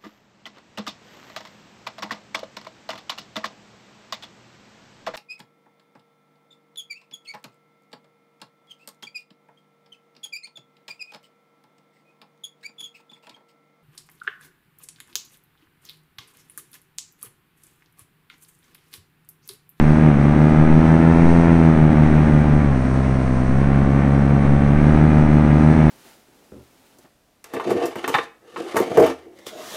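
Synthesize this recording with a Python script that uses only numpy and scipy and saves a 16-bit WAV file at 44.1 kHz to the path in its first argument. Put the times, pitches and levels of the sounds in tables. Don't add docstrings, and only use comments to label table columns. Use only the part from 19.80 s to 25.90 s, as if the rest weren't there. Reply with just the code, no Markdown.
import sys
import numpy as np
from scipy import signal
from scipy.fft import rfft, irfft
from scipy.io import wavfile
from scipy.ndimage import uniform_filter1d

SR = 44100
rng = np.random.default_rng(int(sys.argv[2]) if len(sys.argv) > 2 else 0)


def generate_wav(signal):
    frames = np.transpose(np.atleast_2d(signal))
    scaled = np.clip(frames, -1, 1) * 32767
    pcm = np.round(scaled).astype(np.int16)
    wavfile.write(sys.argv[1], SR, pcm)


def ratio_of_db(decibels):
    return 10 ** (np.asarray(decibels, float) / 20)


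N = 269010
T = np.arange(N) / SR
CRUISE_HZ = 75


def unit(x):
    return x / np.sqrt(np.mean(x ** 2))


def coloured(points):
    hz, db = np.transpose(points)
    bins = np.arange(N // 2 + 1) * SR / N + 1
    gain = ratio_of_db(np.interp(np.log(bins), np.log(hz), db))
    return unit(irfft(rfft(rng.standard_normal(N)) * gain, N))


def walk(rate):
    hold = int(SR / rate)
    steps = np.repeat(rng.standard_normal(N // hold + 1), hold)
    return unit(uniform_filter1d(uniform_filter1d(steps, hold), hold)[:N])


def ring(x, hz, width):
    return signal.lfilter(*signal.iirpeak(hz, hz / width, SR), x)


def response(f, hz, width):
    return 1 / np.hypot(1, (f / hz - hz / f) * hz / width)


def cusp(turns, place, rise, fall):
    d = (turns - place + 0.2522) % 1 - .25
    lobe = np.exp(-np.abs(d) / np.where(d < 0, rise, fall))
    tail = (d < 0) * np.exp(-(d + 1) / fall)
    return lobe + tail


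def speed():
    # (time [s], blade passes [Hz])
    passes = [(0, 74.6), (.275, 78.5), (.341, 69.55), (.553, 75), (1.494, 84.4), (1.737, 83.55),
              (2.085, 76.45), (2.465, 76.35), (2.848, 73.1), (2.984, 64.3), (3.185, 66.75), (3.633, 64),
              (3.84, 68.85), (4.835, 70.35), (5.152, 76.9), (5.723, 74.35), (5.917, 78.45), (6.1, 77)]
    inertia_s = .09
    return uniform_filter1d(np.interp(T, *np.transpose(passes)), size=int(inertia_s * SR), mode="nearest")


def layer_db(hz, cruise_db, per_hz, per_hz2, per_bite_db):
    # (time [s], bite [dB])
    bite = [(0, -2), (.3, 1), (.9, 0.23), (1.6, -0.4), (2.1, 0), (2.4, -1.9), (2.85, -2.5), (3.3, -1.4),
            (3.8, 0.3), (4.2, 1.1), (4.75, 0.3), (5.1, -1), (5.6, 0.35), (6.1, -0.6)]
    over = hz - CRUISE_HZ
    return cruise_db + per_hz * over + per_hz2 * over ** 2 + per_bite_db * np.interp(T, *np.transpose(bite))


def camera_hiss():
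    # (frequency [Hz], density [dB per Hz])
    hiss_spectrum = [(2500, -10), (4000, 0.5), (5000, -4.5), (5900, 0.5), (6600, -4.5), (7300, -12.5),
                     (8000, -6), (8650, -1.5), (9300, -8), (10200, -15), (10700, -25)]
    level_db, swing_db, swing_period_s, swing_peak_s = -51.5, .85, 3.07, 2.94
    over = speed() - CRUISE_HZ
    swing = swing_db * np.cos(2 * np.pi * (T - swing_peak_s) / swing_period_s)
    slowing = uniform_filter1d(np.minimum(np.gradient(over) * SR, 0), size=SR // 5)
    breathing = level_db + swing + .22 * over + .027 * over ** 2 + .04 * slowing
    return coloured(hiss_spectrum) * ratio_of_db(breathing + .6 * walk(22))


def camera_whine():
    # (frequency [Hz], rms level [dB])
    whine_tones = [(3894, -74), (5760, -76), (7402, -80), (7520, -79), (7790, -77), (8737, -78),
                   (9600, -84), (10637, -87)]
    return sum(ratio_of_db(db + 3) * np.sin(2 * np.pi * hz * T) for hz, db in whine_tones)


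def wind():
    # (time [s], level [dB], frequency [Hz])
    thumps = [
        (0.274, -22.5, 37),
        (0.969, -11, 12.3),
        (1.808, -36.5, 7.8),
        (2.326, -25.5, 24),
        (4.439, -28, 50),
        (4.866, -26, 30),
        (5.589, -37, 48),
        (5.802, -33.5, 29),
    ]
    buffeting = [(3, 10.5), (12, -4.5), (30, -9.5), (45, -19.5), (120, -38), (400, -92.0)]  # (Hz, dB)
    out = coloured(buffeting) * ratio_of_db(-29.5 + 5.8 * walk(3.875))
    for s, db, hz in thumps:
        push = np.exp(-.5 * ((T - s - .03) / 0.0074) ** 2)
        out += ratio_of_db(db) * push * np.sin(2 * np.pi * hz * (T - s))
    return out


def air(turns, rush_db):
    # (frequency [Hz], density [dB per Hz])
    rush_spectrum = [(50, -2.5), (100, -2.5), (170, 0.5), (260, 0.5), (340, -4), (480, -9), (800, -11),
                     (1100, -15), (1800, -16), (2300, -19), (3000, -29.5), (4000, -32.5), (6000, -57.5)]
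    flare = 3.6 + 0.4 * cusp(turns, 0.07, 0.015, 0.025) + 0.35 * cusp(turns, -0.0025, 0.096, 0.037)
    rush = coloured(rush_spectrum) * unit(flare) * ratio_of_db(rush_db + 12.5 + 0.76 * walk(30))
    frame = unit(ring(ring(rng.standard_normal(N), 250, 50), 250, 50))
    return rush + frame * ratio_of_db(-36 + 1.5 * walk(12))


def engine(turns, hz):
    # (multiple of the firing rate [-], level [dB])
    firing_tones = [(1, -22), (2, -25.5), (3, -45.5), (4, -49.5), (5, -52), (7, -42.5), (8, -45), (9, -52),
                    (10, -50)]
    fins = {7: (978, 70), 8: (1050, 150)}
    # (distance [blade passes], level [dB])
    sidebands = [(-.5, -29), (-1, -30), (1, -33)]
    # (distance [blade passes], level [dB])
    chops = [(1, -40), (2, -44.5)]
    silencer, frame = (150, 22), (251, 36)

    slip = .07735 + .00051 * (hz - CRUISE_HZ) + .00097 * (T - N / SR / 2)
    stretch = .0152 * uniform_filter1d(hz - hz[0], size=SR // 5, mode="nearest")
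    beat_start = -.595
    firings = 2 * turns - beat_start - np.cumsum(slip * hz) / SR - stretch
    firing_hz = np.gradient(firings) * SR

    gains = {1: response(firing_hz, *silencer) ** 2, 2: response(2 * firing_hz, *frame)}
    gains.update({k: response(k * firing_hz, *fin) for k, fin in fins.items()})
    out = sum(ratio_of_db(db) * gains.get(k, 1) * np.cos(2 * np.pi * k * firings) for k, db in firing_tones)
    for side, db in sidebands:
        gain = response(2 * firing_hz + side * hz, *frame) ** (2 if side < 0 else 1)
        out += ratio_of_db(db) * gain * np.cos(2 * np.pi * (2 * firings + side * turns))
    for side, db in chops:
        out += ratio_of_db(db) * np.cos(2 * np.pi * (2 * firings + side * turns))
    return np.sqrt(2) * ratio_of_db(0.42 * walk(90)) * out


def cage_ticks(centred, load):
    spokes = [(-.343, .007, -.03), (-.224, .008, -.06), (-.2, 0.0046, 0.055), (-.028, 0.0056, -0.11),
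              (.001, 0.005, 0.046), (0.113, 0.029, 0.14), (0.26, 0.0078, -0.017), (.37, 0.011, 0.06),
              (0.432, 0.035, .038)]
    sway = 1 + .02 * walk(2.5)
    ticks = 0
    for place, width, size in spokes:
        distance = (centred - place * sway) / (width * load ** -.3)
        ticks = ticks + size * np.exp(-.5 * distance ** 2)
    return ticks * load ** .4 + .3 * load ** -1.9 * ring(ticks, 630, 75)


def propeller(turns, load_db, snap_db, pull_db, swirl_db):
    chance = rng.standard_normal((600, 2))[np.floor(turns + .5).astype(int)].T
    late = rng.standard_normal(600)[np.floor(turns + .598).astype(int)]
    load, snap = ratio_of_db(load_db + 18), ratio_of_db(snap_db + 22.5)
    centred = (turns + .5) % 1 - .5
    pair = 1 + 0.063 * np.cos(np.pi * turns + .7)
    hump_width = 0.058 * load ** -.4
    hump = np.exp(-.5 * ((centred + 0.001 * chance[0]) / hump_width) ** 2) * ratio_of_db(0.46 * chance[1])
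    suction = cusp(turns + .0012 * walk(60), .155, .05, .2) * load ** .5 * ratio_of_db(pull_db)
    tip = cusp(turns + .001 * walk(80), 0.1536, 0.03, 0.031) * ratio_of_db(1.1 * late)
    ticks = cage_ticks(centred, load)
    wave = load * (0.59 * hump - 0.47 * suction) - 0.26 * snap * tip
    wave = pair * (wave + 1.26 * ticks * ratio_of_db(0.46 * walk(150)))
    wave = uniform_filter1d(wave + 0.055 * load ** -.8 * ring(wave, 650, 59), size=5)
    spin = np.exp(2j * np.pi * turns)
    lowest = uniform_filter1d(uniform_filter1d(wave / spin, size=SR // 25), size=SR // 25)
    swirl = ratio_of_db(swirl_db) * np.sqrt(2) * np.cos(2 * np.pi * turns + .6)
    return wave - uniform_filter1d(wave, size=SR // 12) - 2 * (lowest * spin).real + swirl


def scene():
    hz = speed()
    turns = np.cumsum(hz * (1 + .0006 * walk(30))) / SR
    load_db = layer_db(hz, -16.5, 0.2744, -0.0428, 0.43)
    snap_db = layer_db(hz, -23, 0.82, -0.0127, 3.5)
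    pull_db = layer_db(hz, -0.068, -0.05, 0.049, -0.56)
    rush_db = layer_db(hz, -36, 0.26, -0.0073, -0.07)
    swirl_db = layer_db(hz, -22.5, 0.2, -0.0166, -0.7) + .5 * T
    blades = propeller(turns, load_db, snap_db, pull_db, swirl_db)
    mix = wind() + air(turns, rush_db) + engine(turns, hz) + blades
    return mix[None]


def band_limit(x):
    return signal.sosfilt(signal.butter(12, 15800, fs=SR, output="sos"), x)


def record(dry):
    offset, top_hz, knee, headroom = -.036, 10750, .8, .228
    dull = signal.sosfilt(signal.butter(3, 3000, fs=SR, output="sos"), dry)
    x = dull + offset
    over = np.maximum(np.abs(x) - knee, 0)
    x = x - np.sign(x) * (over - headroom * np.tanh(over / headroom))
    x = x + camera_hiss() + camera_whine()
    x = signal.sosfilt(signal.ellip(10, .2, 60, top_hz, fs=SR, output="sos"), x)
    return band_limit(np.clip(x, -1, 1))


dry = scene()
out = record(dry)
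generate_wav(out)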